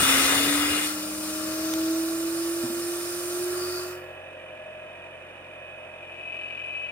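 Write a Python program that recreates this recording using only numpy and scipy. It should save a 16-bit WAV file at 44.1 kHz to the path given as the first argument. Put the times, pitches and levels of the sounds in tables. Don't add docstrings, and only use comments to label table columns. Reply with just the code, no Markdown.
import sys
import numpy as np
from scipy import signal
from scipy.fft import rfft, irfft, next_fast_len
from scipy.io import wavfile
from scipy.ndimage import uniform_filter1d

SR = 44100
rng = np.random.default_rng(int(sys.argv[2]) if len(sys.argv) > 2 else 0)


def boost(x):
    u = np.asarray(x, float) / 20
    return 10 ** u


def materialize(psi):
    bounded = np.clip(np.atleast_2d(psi).T, -1, 1)
    quanta = np.round(bounded * 32767).astype(np.int16)
    wavfile.write(sys.argv[1], SR, quanta)


N = 304731
T = np.arange(N) / SR
PORTS, BALLS = 8, 5.277
PINCH_S = 3.588

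# t/s, speed/(turns per s)
SHAFT_SPEED = [(0.0, 33.35), (0.2, 34.15), (0.45, 35.7), (0.9, 38.2), (1.0, 38.35), (3.0, 43.36),
               (3.55, 44.66), (4.0, 45.12), (6.92, 44.05)]
# multiple of shaft
# rate, level/dB
SHAFT_TONES = [(2, -59.5), (3, -63.5), (4, -79), (8, -73.5), (16, -63.5)]
# speed/(turns per s), width/(turns per s), level/dB
HUM_BENCH = [(32.8, 1.5, -10), (40.3, 2.2, 0)]
# f/Hz, width/Hz, level/dB
SIREN_BENCH = [(271.5, 5.6, -5.5), (289.6, 19.7, -1.5), (324.5, 9.6, -1), (335.8, 10.2, -3.5),
               (344.5, 6.3, -6.5), (356.1, 7.9, -3.5)]


def rotor(angle):
    speed = curves(SHAFT_SPEED)[0]
    driven_db, idle_db = -25.5, -63.5
    closing = np.maximum(T - PINCH_S, 0)
    bleed_db = -21.5 * np.minimum(closing / 0.55, 3) ** 3.5
    driven = boost(driven_db + bleed_db) * rings(SIREN_BENCH, PORTS * speed) ** 1.66
    wobble = 1 + 0.084 * np.cos(angle)
    siren_level = (driven + boost(idle_db)) * boost(0.83 * drift(hz=33.5)) * wobble
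    out = siren_level * np.cos(PORTS * angle)
    shudder = ramp(PINCH_S - 0.4, 0.5) * (1 - ramp(PINCH_S + 0.1, 0.7))
    hum = boost(7.5 * shudder) * np.hypot(0.8, rings(HUM_BENCH, speed))
    for k, db in SHAFT_TONES:
        out += hum * boost(db + 0.55 * drift(hz=2.2)) * np.cos(k * angle + k)
    return np.sqrt(2) * out


# t/s, level/dB
SURGE_LEVEL = [(0.0, -23), (0.21, -24.5), (0.838, -31.5), (0.952, -50.5), (1.05, -51.5)]
# f/Hz, level/dB
SURGE_COLOUR = [(30, -54), (65, -12.5), (130, -19), (250, -13.5), (480, -12), (930, -15), (1330, -9.5),
                (2000, -12), (3400, -14), (4800, -17), (7500, -20), (10500, -23.5), (12000, -24.5),
                (15300, -20)]
# f/Hz, width/Hz, level/dB
SURGE_RINGS = [(1283, 47, -2.5), (2080, 86, -0.5), (2453, 28, 2), (2850, 40, 3), (3450, 64, 2),
               (9100, 260, 7.5), (9550, 610, 4), (10900, 390, -4), (14800, 280, -22)]


def surge():
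    def colour(hz):
        return boost(read(SURGE_COLOUR, hz)) * (1 + 1.47 * rings(SURGE_RINGS, hz))
    return boost(curves(SURGE_LEVEL, -120)[0] + 4.5) * air(colour, patchy_db=1.5)


# t/s, level/dB, singing of the nozzle cavity/dB
JET_LEVEL = [(0.8, -36, 3), (0.95, -44.5, 0), (1.17, -47, 5.5), (1.3, -44.5, 2.5), (1.7, -43.5, -4.5),
             (2.13, -46, 2), (3.4, -46.5, 4.5), (3.8, -48.5, 0), (3.92, -54.5, -4), (4.02, -70.5, -2),
             (4.35, -100, -3)]
# f/Hz, density/dB
JET_COLOUR = [(50, -21), (70, -8), (130, -6), (250, -6), (600, -2.5), (1000, -8), (2000, -11), (3700, -7.5),
              (4300, -5), (5300, -3), (7300, -7.5), (10000, -10.5), (12000, -14.5), (15000, -17)]
# f/Hz, width/Hz, level/dB
EXHAUST_MODES = [(1153, 126, 2), (1371, 90, 4), (1674, 410, -2)]
# f/Hz, width/Hz, level/dB
CAVITY_MODES = [(8840, 440, -2), (9480, 130, 10)]
# f/Hz, density/dB
LEAK_COLOUR = [(6000, -32), (10000, -18), (10800, -4), (12000, -5), (14600, 1.5), (15200, -2)]


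def jet():
    jet_db = curves(JET_LEVEL, -120)[0]
    cavity_db = curves(JET_LEVEL)[1]
    spared_db = 0.46 * np.clip(-47 - jet_db, 0, 40)
    exhaust_db = 0.57 + 5 * ramp(PINCH_S - 0.15, 0.096) + spared_db
    leak_db = 3 + 4 * curves(FACING)[0] + 0.38 * spared_db
    out = boost(7.5) * air(lambda hz: boost(read(JET_COLOUR, hz)), patchy_db=1.12)
    out += boost(exhaust_db + 0.4) * air(lambda hz: rings(EXHAUST_MODES, hz) ** 1.7, patchy_db=0.0)
    out += boost(cavity_db + 2.5) * air(lambda hz: rings(CAVITY_MODES, hz) ** 0.61, patchy_db=-0.3)
    out += boost(leak_db - 1.9) * air(lambda hz: boost(read(LEAK_COLOUR, hz)), patchy_db=1.7)
    return boost(jet_db) * out * ramp(0.8, 0.074)


def valve_whistle():
    start_s, rise_s, hold_s = 3.5, 0.098, 0.19
    level_db, fall_db_per_s = -41, 120
    pitch_hz = 4770 - 90.5 * ramp(start_s, 0.37)
    turn = np.exp(2j * np.pi * np.cumsum(pitch_hz) / SR)
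    fading_db = fall_db_per_s * 4 * ramp(start_s + rise_s + hold_s, 4)
    fuzz = [drift(hz=332) for _ in range(4)]
    whistle = paired([fuzz[0] + 1j * fuzz[1], fuzz[2] + 1j * fuzz[3]], 3700)
    return ramp(start_s, rise_s) ** 2 * boost(level_db - fading_db) * (turn * whistle).real


def airflow(angle):
    flutter_db = 0.3 * np.cos(angle) + 0.14 * drift(hz=35) + 0.41 * drift(hz=250)
    return (surge() + jet() + valve_whistle()) * boost(flutter_db)


COAST = 44.6


def tones(angle, pairs, levels_db, body, waver_db):
    speed = curves(SHAFT_SPEED)[0][::64]
    out = np.zeros(N)
    wavers = [drift(hz=2.9) for _ in range(3)]
    for k, ((ball, shift), db) in enumerate(zip(pairs, levels_db)):
        order = BALLS * ball + shift
        swell = rings(body, order * speed) / rings(body, order * COAST)
        swell = np.repeat(swell, 64)[:N] ** 1.3
        waver = np.roll(wavers[k % 3], k * 9000)
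        phase = 2 * np.pi * rng.random() + 0.39 * waver
        out += boost(db + waver_db * waver) * swell * np.cos(order * angle + phase)
    return np.sqrt(2) * out


def sidebands(families, levels_db, body):
    pairs, pair_db = [], []
    for (ball, first, last), db in zip(families, levels_db):
        for shift in range(first, last + 1):
            body_gain = rings(body, (BALLS * ball + shift) * COAST)
            pairs.append((ball, shift))
            pair_db.append(db + 24 * np.log10(body_gain))
    return pairs, pair_db


def scraping(angle):
    passes = BALLS * angle / (2 * np.pi)
    grit = irfft(paired(rfft(rng.standard_normal((2, N))), np.fft.rfftfreq(N, 1 / SR)), N)
    throb_db = 0.5 * np.cos((BALLS % 1) * angle)
    turning_db = 1.7 * np.cos(angle) + 0.92 * np.cos(2 * angle)
    return boost(throb_db + turning_db) * (0.48 + np.exp(-(passes % 1) / 0.15)) * grit


# f/Hz, width/Hz, level/dB
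CASING_MODES = [(199, 15, 3), (355, 43, 0), (539, 47, 0.5), (627.3, 38, 6), (772, 94, -6), (994, 100, -6.5),
                (1050, 25, -8), (1600, 170, -14), (1770, 90, -1.5), (1930, 61, -7)]
BUZZ_FAMILIES = [(1, 0, 0), (2, 0, 1), (2, 2, 6), (3, -4, -3), (3, -2, -2), (3, -1, 0), (4, -9, -7),
                 (4, -3, -3), (4, 0, 0), (7, -1, 1), (8, 0, 0)]
BUZZ_LEVELS = [-16.5, -10, -14, -16, -10.5, -14.5, -32.5, -11.5, -10, -9, -10]
# f/Hz, width/Hz, level/dB
PLATE_MODES = [(2430, 85, 3), (2345, 60, -1.5), (2555, 75, 2.5), (2940, 150, 0.5)]
PLATE_TONES = [(10, 0), (11, -5), (11, -4), (10, 2), (11, -3), (11, -2), (11, -1), (10, 5), (11, 0),
               (10, 6), (13, -3), (12, 3), (13, -1), (9, 10)]
PLATE_TONE_LEVELS = [-9, -8.5, -12, -41, -6.5, -27.5, -3, -17.5, -5, -21.5, -27, -16.5, -37, -14]
# t/s, level/dB
PLATE_LEVEL = [(0, -56), (1, -45), (2.5, -50.5), (3.6, -47), (4.2, -52), (5.98, -51), (6.12, -46),
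               (6.4, -40), (6.92, -40)]
# f/Hz, width/Hz, level/dB
FIZZ_MODES = [(3650, 440, -3), (6000, 500, 0), (8980, 740, 6), (11800, 560, -3)]


def bearing(angle):
    scrape = scraping(angle)
    speed = curves(SHAFT_SPEED)[0]
    coasting_s = np.maximum(T - PINCH_S - 0.6, 0)
    buzz_db = -45 + 1 * (speed - COAST) - 0.84 * coasting_s
    families = sidebands(BUZZ_FAMILIES, BUZZ_LEVELS, CASING_MODES)
    buzz = tones(angle, *families, CASING_MODES, waver_db=2.84)
    buzz = buzz + boost(-8.0) * evened(shaped(scrape, lambda hz: rings(CASING_MODES[1:], hz)))
    beat = 0.13 * ramp(PINCH_S + 0.82, 1.4) * np.cos((BALLS % 1) * angle)
    buzz = buzz * (1 + beat)

    ring_db = curves(PLATE_LEVEL)[0]
    ring = tones(angle, PLATE_TONES, PLATE_TONE_LEVELS, PLATE_MODES, waver_db=3.0)
    ring = ring * (0.3 + 0.7 * ramp(PINCH_S, 0.6))
    ring = ring + boost(-2.0) * evened(shaped(scrape, lambda hz: rings(PLATE_MODES, hz) ** 1.37))
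    side_db = 0.19 * (ring_db + 44) * np.array([[1], [-1]])

    fizz_db = -74 + 0.2 * (ring_db + 50)
    fizz = evened(shaped(scrape, lambda hz: rings(FIZZ_MODES, hz) ** 2.2))
    return boost(buzz_db) * buzz + boost(ring_db + side_db) * ring + boost(fizz_db) * fizz


# f/Hz, width/Hz, level/dB
BLOOM_MODES = [
    (204.3, 19.6, -49),
    (632.7, 28, -41.5),
]


def bloom(angle):
    speed = curves(SHAFT_SPEED)[0]
    out = boost(-73) * ramp(PINCH_S + 0.2, 0.3) * np.cos(angle)
    for k, (hz, width, db) in zip((BALLS, 3 * BALLS), BLOOM_MODES):
        out = out + boost(db) * rings([(hz, width, 0)], k * speed) ** 1.9 * np.cos(k * angle)
    return np.sqrt(2) * out


# t/s, level/dB, f/Hz, t60/s
BENCH_KNOCKS = [
    (2.632, -17.5, 250, 0.082),
    (2.633, -27, 126, 0.089),
    (2.694, -20.5, 239, 0.058),
    (2.756, -37, 245, 0.18),
]


def knocks():
    out = np.zeros(N)
    for s, db, hz, t60 in BENCH_KNOCKS:
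        u = np.maximum(T - s, 0)
        onset = 1 - np.exp(-u / 0.013)
        out += boost(db - 60 * u / (1.26 * t60)) * onset * np.sin(2 * np.pi * hz * u)
    return out


# t/s, level/dB, centre f/Hz, width/Hz, left minus right level/dB
CAMERA_TICKS = [
    (1.7373, -17, 9000, 12000, -12),
    (1.7382, -10, 3200, 5500, -12),
    (6.389, -47, 11000, 9000, -10),
    (6.474, -54, 11000, 8000, -8),
    (6.553, -55, 12000, 8000, -4),
    (4.27, -58, 11000, 8000, -6),
    (4.96, -58, 11000, 8000, -6),
    (6.05, -58, 8000, 9000, -3),
]


def ticks():
    out = np.zeros((2, N))
    n = np.arange(200)
    for s, db, hz, width, pan_db in CAMERA_TICKS:
        click = np.zeros(N)
        burst = rng.standard_normal(200) * np.exp(-n / 22) * np.minimum(n / 8, 1)
        click[round(s * SR):][:200] = burst
        click = shaped(click, lambda f: rings([(hz, width, 0)], f))
        out += boost(db + np.array([[pan_db], [0]])) * click / abs(click).max()
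    return out


# f/Hz, density/dB
SHOP_COLOUR = [(25, -36), (55, -32), (70, -14), (150, -6), (400, -1.5), (1500, -3.5), (2800, -7),
               (3700, -13.5), (4100, -36), (5000, -31), (8000, -32.5), (12000, -37), (14500, -38),
               (15800, -52)]


def shop_murmur():
    return boost(-49.5) * air(lambda hz: boost(read(SHOP_COLOUR, hz)), patchy_db=0.26)


# f/Hz, lead/rad
PORT_LEAD = [(100, 0.16), (300, 0.03), (700, 0.89), (1400, 0.34), (2800, 2.17), (4100, 2.22), (6800, 2.62),
             (9000, 0.79), (12000, 1.48)]


def workshop(x):
    n = np.arange(4096)
    echoes = rng.standard_normal((2, 4096)) * boost(-60 * n / SR / 0.072)
    highpass = signal.butter(2, 3000, "high", fs=SR)
    echoes = signal.lfilter(*highpass, echoes / np.linalg.norm(echoes[0]))
    x = x + boost(-7.0) * signal.oaconvolve(x, echoes, axes=1)[:, :N]
    return shaped(x, lambda hz: np.exp(0.5j * np.outer([1, -1], read(PORT_LEAD, hz))))


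# f/Hz, likeness/(0-1)
PORT_LIKENESS = [(30, 0.45), (100, 0.84), (300, 0.67), (700, 0.68), (1500, 0.34), (3500, 0.67),
                 (7000, 0.39), (9000, 0.4), (15000, 0.2)]


def paired(z, hz):
    same = np.clip(read(PORT_LIKENESS, hz), 0, 1)
    return np.array([z[0], same * z[0] + np.sqrt(1 - same ** 2) * z[1]])


def air(colour, patchy_db):
    frames, hz = N // 128 + 5, np.fft.rfftfreq(512, 1 / SR)
    a, b, c, d, patches = rng.standard_normal((frames, 257, 5)).T
    patches = uniform_filter1d(patches, size=8, axis=0)
    patches = evened(uniform_filter1d(patches, size=30, axis=1))
    z = paired([a + 1j * b, c + 1j * d], hz[:, None]) * boost(patchy_db * patches)
    noise = signal.istft(z, nperseg=512, noverlap=384)[1][:, :N]
    return evened(shaped(noise, colour))


def rings(modes, hz):
    return np.sqrt(sum(boost(2 * db) / (1 + (2 * (hz - f) / width) ** 2) for f, width, db in modes))


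def drift(hz):
    z = rfft(rng.standard_normal(N))
    return evened(irfft(z / (1 + (np.fft.rfftfreq(N, 1 / SR) / hz) ** 4), N))


def shaped(x, gain):
    size = next_fast_len(N + 8192)
    return irfft(rfft(x, size) * gain(np.fft.rfftfreq(size, 1 / SR)), size)[..., :N]


def evened(x):
    return x / np.sqrt(np.mean(x ** 2) + 1e-20)


def read(points, hz):
    f, value = np.transpose(points)
    return np.interp(np.log(hz + 1), np.log(f + 1), value)


def curves(rows, silent=None):
    s, *columns = np.transpose(rows)
    return [np.interp(T, s, c, silent, silent) for c in columns]


def ramp(from_s, length_s):
    return np.clip((T - from_s) / length_s, 0, 1)


def scene():
    angle = 2 * np.pi * np.cumsum(curves(SHAFT_SPEED)[0]) / SR
    turbine = rotor(angle) + airflow(angle) + bearing(angle) + bloom(angle)
    return workshop(turbine + knocks() + shop_murmur()) + ticks()


def band_limit(x):
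    return signal.sosfilt(signal.butter(12, 15830, fs=SR, output="sos"), x)


# t/s, turn/(0-1)
FACING = [(0, 0.32), (1.78, 0.55), (1.95, 1), (5.9, 0.98), (6.15, 0.47), (6.92, 0.45)]
# f/Hz, left minus right level/dB
TILT_AHEAD = [(60, 3), (140, -5), (260, 5), (500, -0.5), (1790, 11.5), (3000, 4), (9810, 4), (15000, -5)]
# f/Hz, left minus right level/dB
TILT_TURNED = [(60, -1.5), (180, 1), (330, -2.5), (770, 2), (1400, -4.5), (4190, 3), (9810, -4), (15000, 0)]


def record(dry):
    hz, t, z = signal.stft(dry, SR, nperseg=512)
    turned = np.interp(t, *np.transpose(FACING))
    tilt_db = np.outer(read(TILT_AHEAD, hz), 1 - turned) + np.outer(read(TILT_TURNED, hz), turned)
    shaded = z * boost(np.array([tilt_db, -tilt_db]) / 2)
    heard = signal.istft(shaded, SR, nperseg=512)[1][:, :N]
    return band_limit(shaped(heard, lambda f: f < 15830))


dry = scene()
out = record(dry)
materialize(out)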